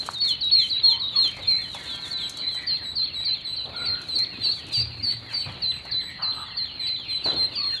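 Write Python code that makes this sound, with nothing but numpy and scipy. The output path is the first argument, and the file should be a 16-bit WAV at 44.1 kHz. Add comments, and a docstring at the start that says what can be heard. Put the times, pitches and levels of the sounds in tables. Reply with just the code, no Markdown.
"""Near ducklings peep in a walled brooder: unsteady sines with weak overtones trace U-shaped peeps and falling notes.
The rest of the brood twitters behind them, built from many scattered notes, each layer with its echo.
Shaped noise makes rustling litter, ticks, scuffing steps and shuffling feet; there are low hum swells and one dead tap.
Hoarse poultry cries and a faint drone come from far off, over the shed's rumble, 120 Hz hum and hiss."""
import sys
import numpy as np
from scipy import signal
from scipy.fft import rfft, irfft, next_fast_len
from scipy.io import wavfile
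from scipy.ndimage import map_coordinates

SR = 44100
rng = np.random.default_rng(int(sys.argv[2]) if len(sys.argv) > 2 else 0)


def pcm_store(signal):
    """Save signal as 16-bit PCM."""
    levels = np.round(np.clip(np.atleast_2d(signal), -1, 1) * 32767)
    wavfile.write(sys.argv[1], SR, levels.astype(np.int16).T)


N = 343980

# Peeps of the nearest birds. Each row: time of the pitch top in seconds, length in seconds, top in Hz,
# settling time in seconds, held pitch in Hz, end hook in Hz, level in dB before trim, voice name.
NEAR_PEEPS = [(-.075, .088, 4300, .03, 4130, 0, -23, "full"),
              (.136, .075, 4450, .015, 3680, 150, -31, "shrill"),
              (.224, .05, 4450, .025, 4170, 0, -21, "full"), (.298, .025, 4260, .02, 4130, 0, -21, "soft"),
              (.413, .085, 4680, .011, 3840, 60, -22.5, "shrill"),
              (.534, .098, 4390, .026, 4100, 0, -16.5, "full"),
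              (.703, .09, 4650, .013, 3880, 190, -23, "shrill"),
              (.853, .078, 4310, .026, 4120, 20, -16.5, "full"),
              (1, .086, 4500, .016, 3770, 230, -26.5, "shrill"),
              (1.177, .089, 4350, .022, 4140, 0, -18.5, "full"),
              (1.495, .075, 4250, .022, 4060, 50, -18.5, "full"),
              (1.59, .075, 4220, .02, 4130, 0, -31, "full"), (1.885, .075, 4200, .03, 3880, 0, -37, "full"),
              (2.11, .072, 4520, .024, 3920, 40, -28.5, "shrill"),
              (2.19, .085, 4200, .015, 3920, 40, -32.5, "soft"),
              (2.39, .093, 4600, .013, 3970, 90, -31, "shrill"),
              (2.471, .012, 4080, .02, 4020, 0, -23.5, "soft"),
              (2.506, .084, 4300, .014, 3990, 50, -31.5, "soft"),
              (2.672, .093, 4730, .024, 4100, 200, -23.5, "shrill"),
              (2.824, .096, 4300, .018, 3920, 80, -32.5, "soft"),
              (2.96, .091, 4690, .018, 4080, 320, -23, "shrill"),
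              (3.138, .094, 4350, .013, 3900, 180, -29.5, "soft"),
              (3.252, .091, 4720, .018, 4020, 300, -23.5, "shrill"),
              (3.45, .092, 4380, .013, 3970, 140, -29, "soft"),
              (3.567, .085, 4620, .013, 3990, 50, -28, "shrill"),
              (3.764, .095, 4330, .012, 3980, 70, -30.5, "soft"),
              (3.859, .086, 4660, .021, 4150, 0, -25, "shrill"),
              (4.09, .09, 4250, .015, 3990, 190, -28, "soft"),
              (4.153, .087, 4650, .015, 4120, 260, -22.5, "shrill"),
              (4.41, .094, 4280, .014, 3970, 240, -28, "soft"),
              (4.44, .085, 4720, .017, 4260, 270, -22, "shrill"),
              (4.721, .099, 4230, .014, 3980, 100, -32, "soft"),
              (4.736, .083, 4820, .016, 4550, 260, -22, "shrill"),
              (5.032, .085, 4760, .019, 4420, 150, -24, "shrill"),
              (5.042, .1, 4230, .015, 4040, 70, -36, "soft"),
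              (5.31, .08, 4350, .015, 4080, 80, -39, "shrill"),
              (5.338, .076, 4700, .03, 4430, 110, -26, "shrill"),
              (5.354, .1, 4230, .015, 4010, 60, -37, "soft"),
              (5.624, .087, 4620, .013, 4050, 0, -23.5, "shrill"),
              (5.678, .095, 4200, .015, 4020, 0, -37, "soft"),
              (5.916, .09, 4680, .012, 4010, 90, -24.5, "shrill"),
              (6.004, .1, 4200, .015, 3960, 50, -38, "soft"),
              (6.227, .091, 4650, .013, 4050, 130, -23.5, "shrill"),
              (6.33, .1, 4200, .015, 4000, 70, -36, "soft"),
              (6.571, .076, 4620, .019, 4080, 110, -26, "shrill"),
              (6.797, .084, 4230, .016, 3960, 110, -29, "soft"),
              (6.872, .086, 4650, .012, 4040, 0, -26, "shrill"),
              (7.089, .088, 4210, .028, 4050, 10, -26, "soft"),
              (7.245, .07, 4600, .015, 4000, 70, -21.5, "shrill"),
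              (7.366, .094, 4290, .026, 4100, 40, -23.5, "soft"),
              (7.558, .077, 4780, .028, 4310, 10, -26, "shrill"),
              (7.652, .099, 4300, .035, 4170, 0, -26, "full")]
# Ways of peeping, by voice name. Each entry: lead before the pitch top in seconds, half the level rise over the peep
# in dB, scale of the closing plunge in Hz, overtone level in dB before trim, echo in dB relative to the call.
PEEP_VOICES = {"full": (.026, -2.5, 300, -59, -12.5), "shrill": (.01, -.8, 1500, -70, -10.5),
               "soft": (.012, .3, 600, -53, -10)}
# Soft falling notes. Each row: time of the pitch top in seconds, length in seconds, top in Hz, end in Hz,
# level in dB before trim.
FALLING_NOTES = [(.258, .092, 3880, 2920, -27), (.575, .092, 3900, 3000, -26), (.82, .062, 3750, 3200, -38),
                 (.876, .082, 3950, 3020, -25.5), (1.115, .06, 3700, 3280, -37),
                 (1.212, .084, 3900, 3020, -25), (1.415, .052, 3960, 3450, -37),
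                 (1.605, .08, 3650, 2950, -41), (1.715, .06, 4020, 3300, -37.5),
                 (1.875, .11, 3650, 3150, -36), (2.015, .065, 4150, 3380, -35),
                 (2.19, .07, 3750, 3100, -33), (2.505, .07, 3450, 3030, -42.5),
                 (2.685, .085, 3750, 2500, -46), (3.005, .05, 3780, 3100, -42),
                 (3.07, .06, 3500, 2600, -44), (3.352, .06, 3750, 3050, -42),
                 (3.735, .045, 3650, 3050, -46), (4.315, .055, 2830, 2400, -44),
                 (4.415, .07, 3650, 2600, -42), (4.56, .04, 3650, 3200, -45), (4.715, .08, 3850, 2650, -38),
                 (5.28, .06, 3400, 2850, -47), (5.485, .05, 3400, 2780, -46), (6.205, .05, 3150, 2550, -45),
                 (6.46, .04, 3600, 3200, -42), (6.5, .04, 3300, 2600, -44), (6.645, .085, 3650, 2830, -41),
                 (6.83, .05, 3600, 2850, -44), (6.96, .09, 3800, 3050, -40), (7.095, .045, 3620, 2950, -40),
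                 (7.19, .06, 3300, 2500, -45), (7.26, .08, 3850, 3000, -41), (7.345, .055, 3850, 3400, -40),
                 (7.53, .08, 3650, 2380, -41), (7.61, .055, 3950, 3350, -43), (7.75, .07, 3700, 3050, -36)]
# Low, hoarse notes from the back of the pen. Each row: time in seconds, length in seconds, level in dB before trim,
# mid pitch in Hz.
HOARSE_NOTES = [(0.567, 0.074, -41.5, 2267), (1.271, 0.039, -46.5, 2180), (1.328, 0.083, -44, 2254),
                (1.456, 0.15, -42.5, 2258), (2.429, 0.034, -42.5, 2117), (2.58, 0.086, -40.5, 2033),
                (3.228, 0.055, -45, 2276), (3.784, 0.056, -43.5, 2277), (4.197, 0.043, -42.5, 2033),
                (4.682, 0.051, -43.5, 2510), (5.107, 0.035, -44, 2130), (5.305, 0.061, -42.5, 2280),
                (5.435, 0.067, -45, 2336), (5.872, 0.043, -44.5, 1956), (6.069, 0.18, -48, 2006),
                (6.82, 0.092, -44.5, 2230), (7.053, 0.075, -44, 2403), (7.738, 0.024, -40, 1746)]
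# Decay of the shed's echo. Each row: frequency in Hz, t60 in seconds.
ECHO_T60 = [(200, 0.097), (2000, 0.34), (4200, 0.36), (8000, 0.26), (12000, 0.077)]
# Birds stirring the bedding. Each row: time of the peak in seconds, half length in seconds, level in dB before trim.
LITTER_STIRS = [(0.046, 0.16, -52.5), (0.291, 0.037, -48.5), (0.662, 0.049, -52), (1.344, 0.27, -66.5),
                (1.918, 0.36, -55.5), (2.09, 0.034, -52), (2.54, 0.026, -61), (4.11, 0.11, -61.5),
                (4.513, 0.12, -61.5), (4.766, 0.047, -48.5), (5.292, 0.46, -68.5), (7.293, 0.046, -56),
                (7.54, 0.036, -62), (7.79, 0.11, -60)]
# Relative spectrum of the rustle. Each row: frequency in Hz, density in dB per Hz.
RUSTLE_SPECTRUM = [(1000, -13.5), (3000, -16.5), (5500, 16.5), (7000, 18.5), (9000, 16), (11000, 9.5),
                   (11800, 8.5), (12500, -21)]
# Ticks in the litter. Each row: time in seconds, level in dB before trim, knock in dB relative to it before trim.
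LITTER_TICKS = [(0.0643, -23.5, -40), (0.1358, -32.5, -45), (0.4438, -35.5, -27), (1.276, -28, -32),
                (1.3679, -36, -3), (1.746, -26.5, -5), (2.2959, -19, -40), (2.3723, -25, -18),
                (2.5471, -33.5, -6.5), (4.017, -32.5, -18), (4.189, -22.5, -27), (4.668, -36.5, -24),
                (5.3287, -41.5, 4), (5.853, -39, 1.5), (7.263, -33.5, -8)]
# One dead tap: time in seconds, frequency in Hz, half length in seconds, peak in dB.
DEAD_TAP = (.0896, 1130, .0007, -13)
# Low hum swells near 120 Hz. Each row: start in seconds, frequency in Hz, t60 in seconds, level in dB.
HUM_SWELLS = [(4.769, 118.2, 0.75, -28), (4.798, 84, 1, -33.5), (4.991, 106.6, 0.63, -35),
              (5.14, 113.4, 0.91, -39), (5.459, 127, 0.8, -37.5)]
# Steps and scuffs on the floor. Each row: start in seconds, scrape t60 in seconds, scrape centre in Hz,
# scrape half width in octaves, scrape level in dB, thud level in dB.
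FLOOR_SCUFFS = [(1.38, 0.55, 497, 1.3, -45.5, -44.5), (3.64, 0.96, 615, 0.89, -42.5, -47),
                (3.79, 1, 330, 2.1, -44, -44.5), (4.12, 0.63, 292, 0.73, -43.5, -54),
                (4.315, 0.39, 238, 0.55, -44, -50.5), (4.372, 0.45, 300, 0.47, -42.5, -50),
                (4.62, 0.57, 290, 0.63, -48.5, -52), (4.78, 0.38, 300, 1.2, -68, -44.5),
                (4.999, 0.51, 260, 0.36, -44, -49), (5.451, 0.98, 625, 1.8, -40.5, -40),
                (6.178, 0.91, 1020, 0.64, -38, -63.5), (6.359, 1, 1074, 0.66, -43, -62),
                (7.25, 0.54, 474, 1.95, -31.5, -43), (7.306, 0.68, 377, 1.2, -37, -44)]
# Far poultry. Each row: start in seconds, length in seconds, start in Hz, end in Hz, level in dB before trim.
POULTRY_CRIES = [(0.823, 0.15, 899, 936, -48.5), (0.933, 0.14, 1058, 1092, -50.5),
                 (1.134, 0.066, 1258, 1016, -42.5), (3.729, 0.14, 1406, 1395, -43.5),
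                 (3.892, 0.13, 1390, 1440, -46), (6.064, 0.079, 1958, 1884, -42.5),
                 (6.199, 0.1, 1226, 1254, -48), (6.349, 0.085, 1288, 1253, -43.5),
                 (7.563, 0.12, 1133, 1131, -45)]
# The far drone: start in seconds, length in seconds, level in dB before the gain of each line.
DRONE_EVENT = (1.78, 0.79, -56)
# Lines of the drone. Each row: frequency in Hz, level in dB relative to the drone level.
DRONE_PARTIALS = [(991, -2.5), (1373, -0.5), (1561, 1), (1793, 1), (2169, 1)]
# Shuffling of feet. Each row: time in seconds, level in dB before trim.
FEET_LEVEL = [(0.0, -48), (0.65, -54.5), (0.93, -50), (2.0, -48), (3.48, -53), (3.73, -49), (6.95, -53.5),
              (7.45, -47.5), (7.8, -52.5)]
# Relative spectrum of the shuffling. Each row: frequency in Hz, density in dB per Hz.
FEET_SPECTRUM = [(120, -36), (250, -1.5), (450, -7), (800, -8), (1300, -10), (1700, -11.5), (3000, -13),
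                 (4550, -4), (5300, -38)]
# Relative spectrum of the rumble. Each row: frequency in Hz, density in dB per Hz.
RUMBLE_SPECTRUM = [(25, -39.5), (40, -16.5), (60, -4), (80, -2.5), (120, -5), (170, -7), (280, -17),
                   (600, -50)]
# Relative spectrum of the hiss. Each row: frequency in Hz, density in dB per Hz.
HISS_SPECTRUM = [(3000, -13), (5200, -21), (6500, -7.5), (8500, -2), (11000, -1.5), (12500, -15.5)]

TOP_HZ = 12600  # band limit
SLIDE_BEND = .85  # exponent below 1: a falling note is steepest a little before the middle of its fall
SLIDE_DULLS = 0.3  # dB of overtone lost, relative to the note, for each dB that it is fainter
SLIDE_WETTER = 0.36  # dB more echo, relative to the note, for each dB that it is fainter
BILL_HZ = 7000  # resonance that lights up the overtone of a falling note
ARCH_S = .026  # lead of a falling note before its pitch top


def amp(db):
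    """Decibels to gain."""
    return 10 ** (np.asarray(db) / 20)


def unit(x):
    """x at rms 1."""
    return x / np.sqrt(np.mean(x ** 2) + 1e-20)


def along(points, hz):
    """Interpolate (Hz, value) points on a log axis."""
    f, v = np.transpose(points)
    return np.interp(np.log(hz + 1), np.log(f + 1), v)


def curves(rows):
    """One value per sample for each column after the time."""
    s, *cols = np.transpose(rows)
    return [np.interp(np.arange(N) / SR, s, c) for c in cols]


def wobble(t, rate_hz):
    """A smooth random curve over the times t, rate_hz knots a second."""
    at = (t - t[0]) * rate_hz
    return map_coordinates(rng.standard_normal(int(at[-1]) + 4), [at], mode="nearest")


def filtered(x, response):
    """x times a response of frequency."""
    size = next_fast_len(len(x) + 8192)
    spectrum = rfft(x, size) * response(np.fft.rfftfreq(size, 1 / SR))
    return irfft(spectrum, size)[:len(x)]


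def coloured(x, spectrum):
    """x shaped by the given spectrum, at rms 1."""
    return unit(filtered(x, lambda hz: amp(along(spectrum, hz))))


def band(size, centre_hz, octaves):
    """Noise of rms 1 in a bell around a centre."""
    def bell(hz):
        return np.exp(-(np.log2((hz + 1) / centre_hz) / octaves) ** 2)
    return unit(filtered(rng.standard_normal(size), bell))


def add(track, s, sound):
    """Mix a sound into the track at a time, cropped to the track."""
    start = round(s * SR)
    part = sound[max(-start, 0):max(len(track) - start, 0)]
    track[max(start, 0):][:len(part)] += part


def ramp(u):
    """A smooth step from 0 to 1."""
    return np.sin(np.pi / 2 * np.clip(u, 0, 1)) ** 2


def whistle(t, hz, overtone_db, waver=0.0048, third_db=-14, shimmer_db=1):
    """The syrinx: a nearly pure, slightly unsteady tone with two weak overtones."""
    phase = 2 * np.pi * np.cumsum(hz * (1 + waver * wobble(t, 255.7))) / SR
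    overtones = np.sin(2 * phase) + amp(third_db) * np.sin(3 * phase)
    tone = np.sin(phase) + amp(overtone_db) * overtones
    return np.sqrt(2) * amp(shimmer_db * wobble(t, 152.3)) * tone


def peep(length_s, top_hz, trough_hz, settle_s, hook_hz, swell_db, overtone_db, lead_s, plunge_hz,
         sag=1.307, plunge_s=0.0135):
    """Pitch shoots up during the lead, sags into a trough, hooks upward and plunges as the bill closes."""
    t = np.arange(-lead_s, length_s + plunge_s, 1 / SR)
    drop_hz = top_hz - trough_hz
    hz = trough_hz + drop_hz * np.exp(-(np.maximum(t, 0) / settle_s) ** sag)
    hz += hook_hz * np.exp(-((t - length_s) / plunge_s) ** 2)
    hz -= 0.6 * drop_hz * (np.minimum(t, 0) / lead_s) ** 2
    hz -= plunge_hz * ramp((t - length_s) / (1.3 * plunge_s))

    closing = ramp((t[-1] - t) / 0.005) * amp(-850 * np.maximum(t - length_s, 0))
    swell = amp(2 * swell_db * (t / length_s - .5))
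    effort = ramp((t + lead_s) / 0.019) * swell * closing
    thinning_db = -10 * ramp((hz - 4700) / 450)  # the voice thins above its throat resonance
    brightness_db = overtone_db - 12 * ramp(abs(hz - trough_hz) / 700)  # overtones peak on the held pitch
    brightness_db -= 6 * (1 - ramp(t / 0.022))  # and grow as the bill opens
    return effort * amp(thinning_db) * whistle(t, hz, brightness_db)


def slide(length_s, top_hz, end_hz, overtone_db, arch_s, hook_hz=110, arch_db=-8, drop_s=.012, off_bill_db=-9):
    """A relaxed note that arches over its top, swells as it falls, levels off, hooks and drops steeply."""
    t = np.arange(-arch_s, length_s + drop_s, 1 / SR)
    u = np.clip(t / length_s, 0, 1)
    hz = top_hz - (top_hz - end_hz) * ramp(u ** SLIDE_BEND)
    hz -= 280 * (np.minimum(t, 0) / arch_s) ** 2
    hz += hook_hz * np.exp(-((t - length_s) / drop_s) ** 2)
    hz -= 900 * np.clip((t - length_s) / drop_s, 0, 1) ** 2

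    swell = amp(arch_db * (1 - ramp(u / 0.22)) - 6.8 * u ** 2)
    effort = ramp((t + arch_s) / arch_s) * ramp((t[-1] - t) / 0.013) * swell
    brightness_db = overtone_db + off_bill_db * ramp(abs(2 * hz - BILL_HZ) / 900)
    return effort * whistle(t, hz, brightness_db)


def walls(x, reach_s=.022, count=7):
    """A few early reflections, which make a held note beat."""
    out = np.zeros(len(x) + SR // 10)
    for when, size in rng.uniform(-0.91, 1, (count, 2)):
        add(out, reach_s * (.6 + .5 * when), size * np.sqrt(3 / count) * x)
    return out


def echo(x):
    """The shed's answer from one spot: a diffuse random tail, longest at 2 to 4 kHz, short in bass and top treble."""
    hz, t, z = signal.stft(rng.standard_normal(SR // 2), SR, nperseg=256)
    decay = amp(-60 * t / along(ECHO_T60, hz)[:, None])
    tail = signal.istft(z * decay * ramp(t / 0.0068), SR, nperseg=256)[1]
    return signal.fftconvolve(x, tail / np.linalg.norm(tail))


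def near_birds(peep_db=-1.32, slide_db=1.46, walls_db=-16, slide_room_db=-14.5, slide_overtone_db=-23):
    """Peeps and falling notes, each call with its own echo as from its own spot."""
    out = np.zeros(N)
    for s, length_s, top_hz, settle_s, held_hz, hook_hz, db, voice in NEAR_PEEPS:
        lead_s, swell_db, plunge_hz, overtone_db, room_db = PEEP_VOICES[voice]
        # subtracting db keeps a voice's overtone level from peep to peep
        call = peep(length_s, top_hz, held_hz, settle_s, hook_hz, swell_db, overtone_db - db, lead_s, plunge_hz)
        call = amp(db + peep_db) * call
        add(out, s - lead_s, call)
        add(out, s - lead_s, amp(walls_db) * walls(call))
        add(out, s - lead_s, amp(room_db) * echo(call))

    loudest_db = max(row[-1] for row in FALLING_NOTES)
    for s, length_s, top_hz, end_hz, db in FALLING_NOTES:
        fainter_db = loudest_db - db
        overtone_db = slide_overtone_db - SLIDE_DULLS * fainter_db
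        call = amp(db + slide_db) * slide(length_s, top_hz, end_hz, overtone_db, ARCH_S)
        add(out, s - ARCH_S, call)
        add(out, s - ARCH_S, amp(slide_room_db + SLIDE_WETTER * fainter_db) * echo(call))
    return out


def far_peeps(trough_hz=4040, scatter_hz=190, direct=1.1, count=170):
    """The back of the brood: many overlapping peeps of random pitch and level, with a strong shared echo."""
    out = np.zeros(N)
    for k, (when, size, loud) in enumerate(2 * rng.random((count, 3)) - 1):
        hz = trough_hz + scatter_hz * size
        call = peep(0.077, hz + 330, hz, 0.01743, 100, 0, -40.5, 0.01298, 600)
        add(out, (k + when) / count * N / SR - .1, amp(6.3 * loud) * call)
    return unit(direct * out + echo(out)[:N])


def twitter(start_hz, spread, fall, length_s, direct, count):
    """Many falling notes of random time, pitch, length and level, with a shared echo."""
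    out = np.zeros(N)
    for k, (when, size, long, drop, loud) in enumerate(2 * rng.random((count, 5)) - 1):
        hz = start_hz * (1 + spread * size)
        end_hz = hz * (fall + .09 * drop)
        note = slide(length_s * (1 + 0.443 * long), hz, end_hz, -39.0, ARCH_S, hook_hz=0)
        add(out, (k + 2 * when) / count * N / SR, amp(4.6 * loud) * note)
    return unit(direct * out + echo(out)[:N])


def low_notes(level_db=-4, fall=0.23, rough=.06, direct=0.79):
    """Farther birds drop into a hoarse, low note: a fast-wavering tone with an echo almost as strong."""
    out = np.zeros(N)
    for s, length_s, db, mid_hz in HOARSE_NOTES:
        t = np.arange(0, length_s + 0.016, 1 / SR)
        hz = mid_hz * (1 + fall * (.5 - t / t[-1]))
        effort = amp(db + level_db) * ramp(t / 0.0048) * ramp((t[-1] - t) / 0.016)
        note = effort * whistle(t, hz, -20.0, waver=rough)
        add(out, s - .015, direct * note)
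        add(out, s - .015, 0.74 * echo(note))
    return out


def brood(peeps_db=-42.0, high_db=-50.0, low_db=-51.0):
    """The evenly busy crowd: far peeps, bright twitter, a lower murmur and hoarse notes."""
    high = twitter(start_hz=3700, spread=0.14, fall=.8, length_s=0.041, direct=1.3, count=100)
    low = twitter(start_hz=2618, spread=.2, fall=.8, length_s=0.048, direct=1.3, count=120)
    return amp(peeps_db) * far_peeps() + amp(high_db) * high + amp(low_db) * low + low_notes()


def litter(rustle_db=1, calm_db=-86, tick_db=-8.5, knock_db=-1, tick_t60_s=0.041, knock_t60_s=0.11, room_db=-10):
    """Dry bedding rustles in tiny noise grains as birds stir it; single bits tick and knock on the floor."""
    clock = np.arange(N) / SR
    grains = rng.standard_normal(N) * amp(2.5 * wobble(clock, 700) + 4.0 * wobble(clock, 70))
    stirring = amp(calm_db + 11.0 * wobble(clock, 17))
    for s, half_s, db in LITTER_STIRS:
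        stirring = stirring + amp(db + rustle_db) * np.exp(-((clock - s) / half_s) ** 2)

    ticks, t = np.zeros(N), np.arange(SR // 10) / SR
    for s, db, body_db in LITTER_TICKS:
        crack = amp(tick_db - 60 * t / tick_t60_s) * band(len(t), 6500, 0.7)
        knock = amp(knock_db + body_db - 60 * t / knock_t60_s) * band(len(t), 900, 0.99)
        add(ticks, s - .001, amp(db - 3.5) * ramp(t / 0.00023) * (crack + knock))
    return stirring * coloured(grains, RUSTLE_SPECTRUM) + ticks + amp(room_db) * echo(ticks)[:N]


def dead_tap(room_db=-15):
    """A cosine inside a very short bell, with a faint echo."""
    s, hz, half_s, db = DEAD_TAP
    u = np.arange(N) / SR - s
    tap = amp(db) * np.exp(-(u / half_s) ** 2) * np.cos(2 * np.pi * hz * u)
    return tap + amp(room_db) * echo(tap)[:N]


def hum_swells():
    """Low sines near 120 Hz that rise quickly, ring and fade exponentially."""
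    out, t = np.zeros(N), np.arange(SR) / SR
    for s, hz, t60_s, db in HUM_SWELLS:
        add(out, s, amp(db - 60 * t / t60_s) * ramp(t / 0.012) * np.sin(2 * np.pi * hz * t))
    return out


def scuffs(thud_hz=105, thud_t60_s=1.35, rise=.026):
    """Steps: a gritty decaying band of noise with a thud in the floor."""
    out, t = np.zeros(N), np.arange(SR) / SR
    for s, t60_s, centre_hz, octaves, db, thud_db in FLOOR_SCUFFS:
        scrape = amp(db - 60 * t / t60_s + 2.0 * wobble(t, 110)) * band(len(t), centre_hz, octaves)
        thud = amp(thud_db - 60 * t / thud_t60_s) * band(len(t), thud_hz, 0.94)
        add(out, s, ramp(t / (rise * t60_s)) * (scrape + thud))  # a longer scuff starts more gently
    return out


def far_poultry(rough=0.038, level_db=-2):
    """Hoarse cries: wavering tones on a straight pitch glide, blurred by a strong echo."""
    out = np.zeros(N)
    for s, length_s, start_hz, end_hz, db in POULTRY_CRIES:
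        t = np.arange(0, length_s, 1 / SR)
        effort = amp(db + level_db) * ramp(t / 0.026) * ramp((length_s - t) / 0.016)
        cry = effort * whistle(t, np.linspace(start_hz, end_hz, len(t)), -19.0, waver=rough)
        add(out, s, 1.01 * cry)
        add(out, s, 0.78 * echo(cry))
    return out


def far_drone(waver=0.0069):
    """A faint far buzz of several slightly unsteady tones swells and fades."""
    s, length_s, db = DRONE_EVENT
    out, t = np.zeros(N), np.arange(0, length_s, 1 / SR)
    swell = amp(db) * ramp(t / 0.073) * ramp((length_s - t) / 0.48)
    for hz, line_db in DRONE_PARTIALS:
        add(out, s, amp(line_db) * swell * whistle(t, hz, -40, waver=waver))
    return out


def shed(rumble_db=-50.5, shuffle_db=3.5, hum_db=-56, hiss_db=-85):
    """Low rumble, a 120 Hz mains hum, a faint hiss and the shuffle of many webbed feet as flickering noise."""
    t = np.arange(N) / SR
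    rumble = amp(rumble_db + 1.0 * wobble(t, 2.5)) * coloured(rng.standard_normal(N), RUMBLE_SPECTRUM)
    patter = rng.standard_normal(N) * amp(2.0 * wobble(t, 90))
    feet = amp(curves(FEET_LEVEL)[0] + shuffle_db + wobble(t, 11)) * coloured(patter, FEET_SPECTRUM)
    hiss = amp(hiss_db) * coloured(rng.standard_normal(N), HISS_SPECTRUM)
    hum = amp(hum_db + 0.7 * wobble(t, 2.7)) * np.sin(2 * np.pi * 120 * t)
    return rumble + feet + hiss + hum


def scene():
    """Everything at one microphone."""
    birds = near_birds() + brood()
    floor = litter() + dead_tap() + scuffs()
    background = hum_swells() + far_poultry() + far_drone() + shed()
    return (birds + floor + background)[None]


def record(dry):
    """Remove everything from the band limit upward."""
    return np.array([filtered(channel, lambda hz: hz < TOP_HZ) for channel in dry])


dry = scene()
out = record(dry)
pcm_store(out)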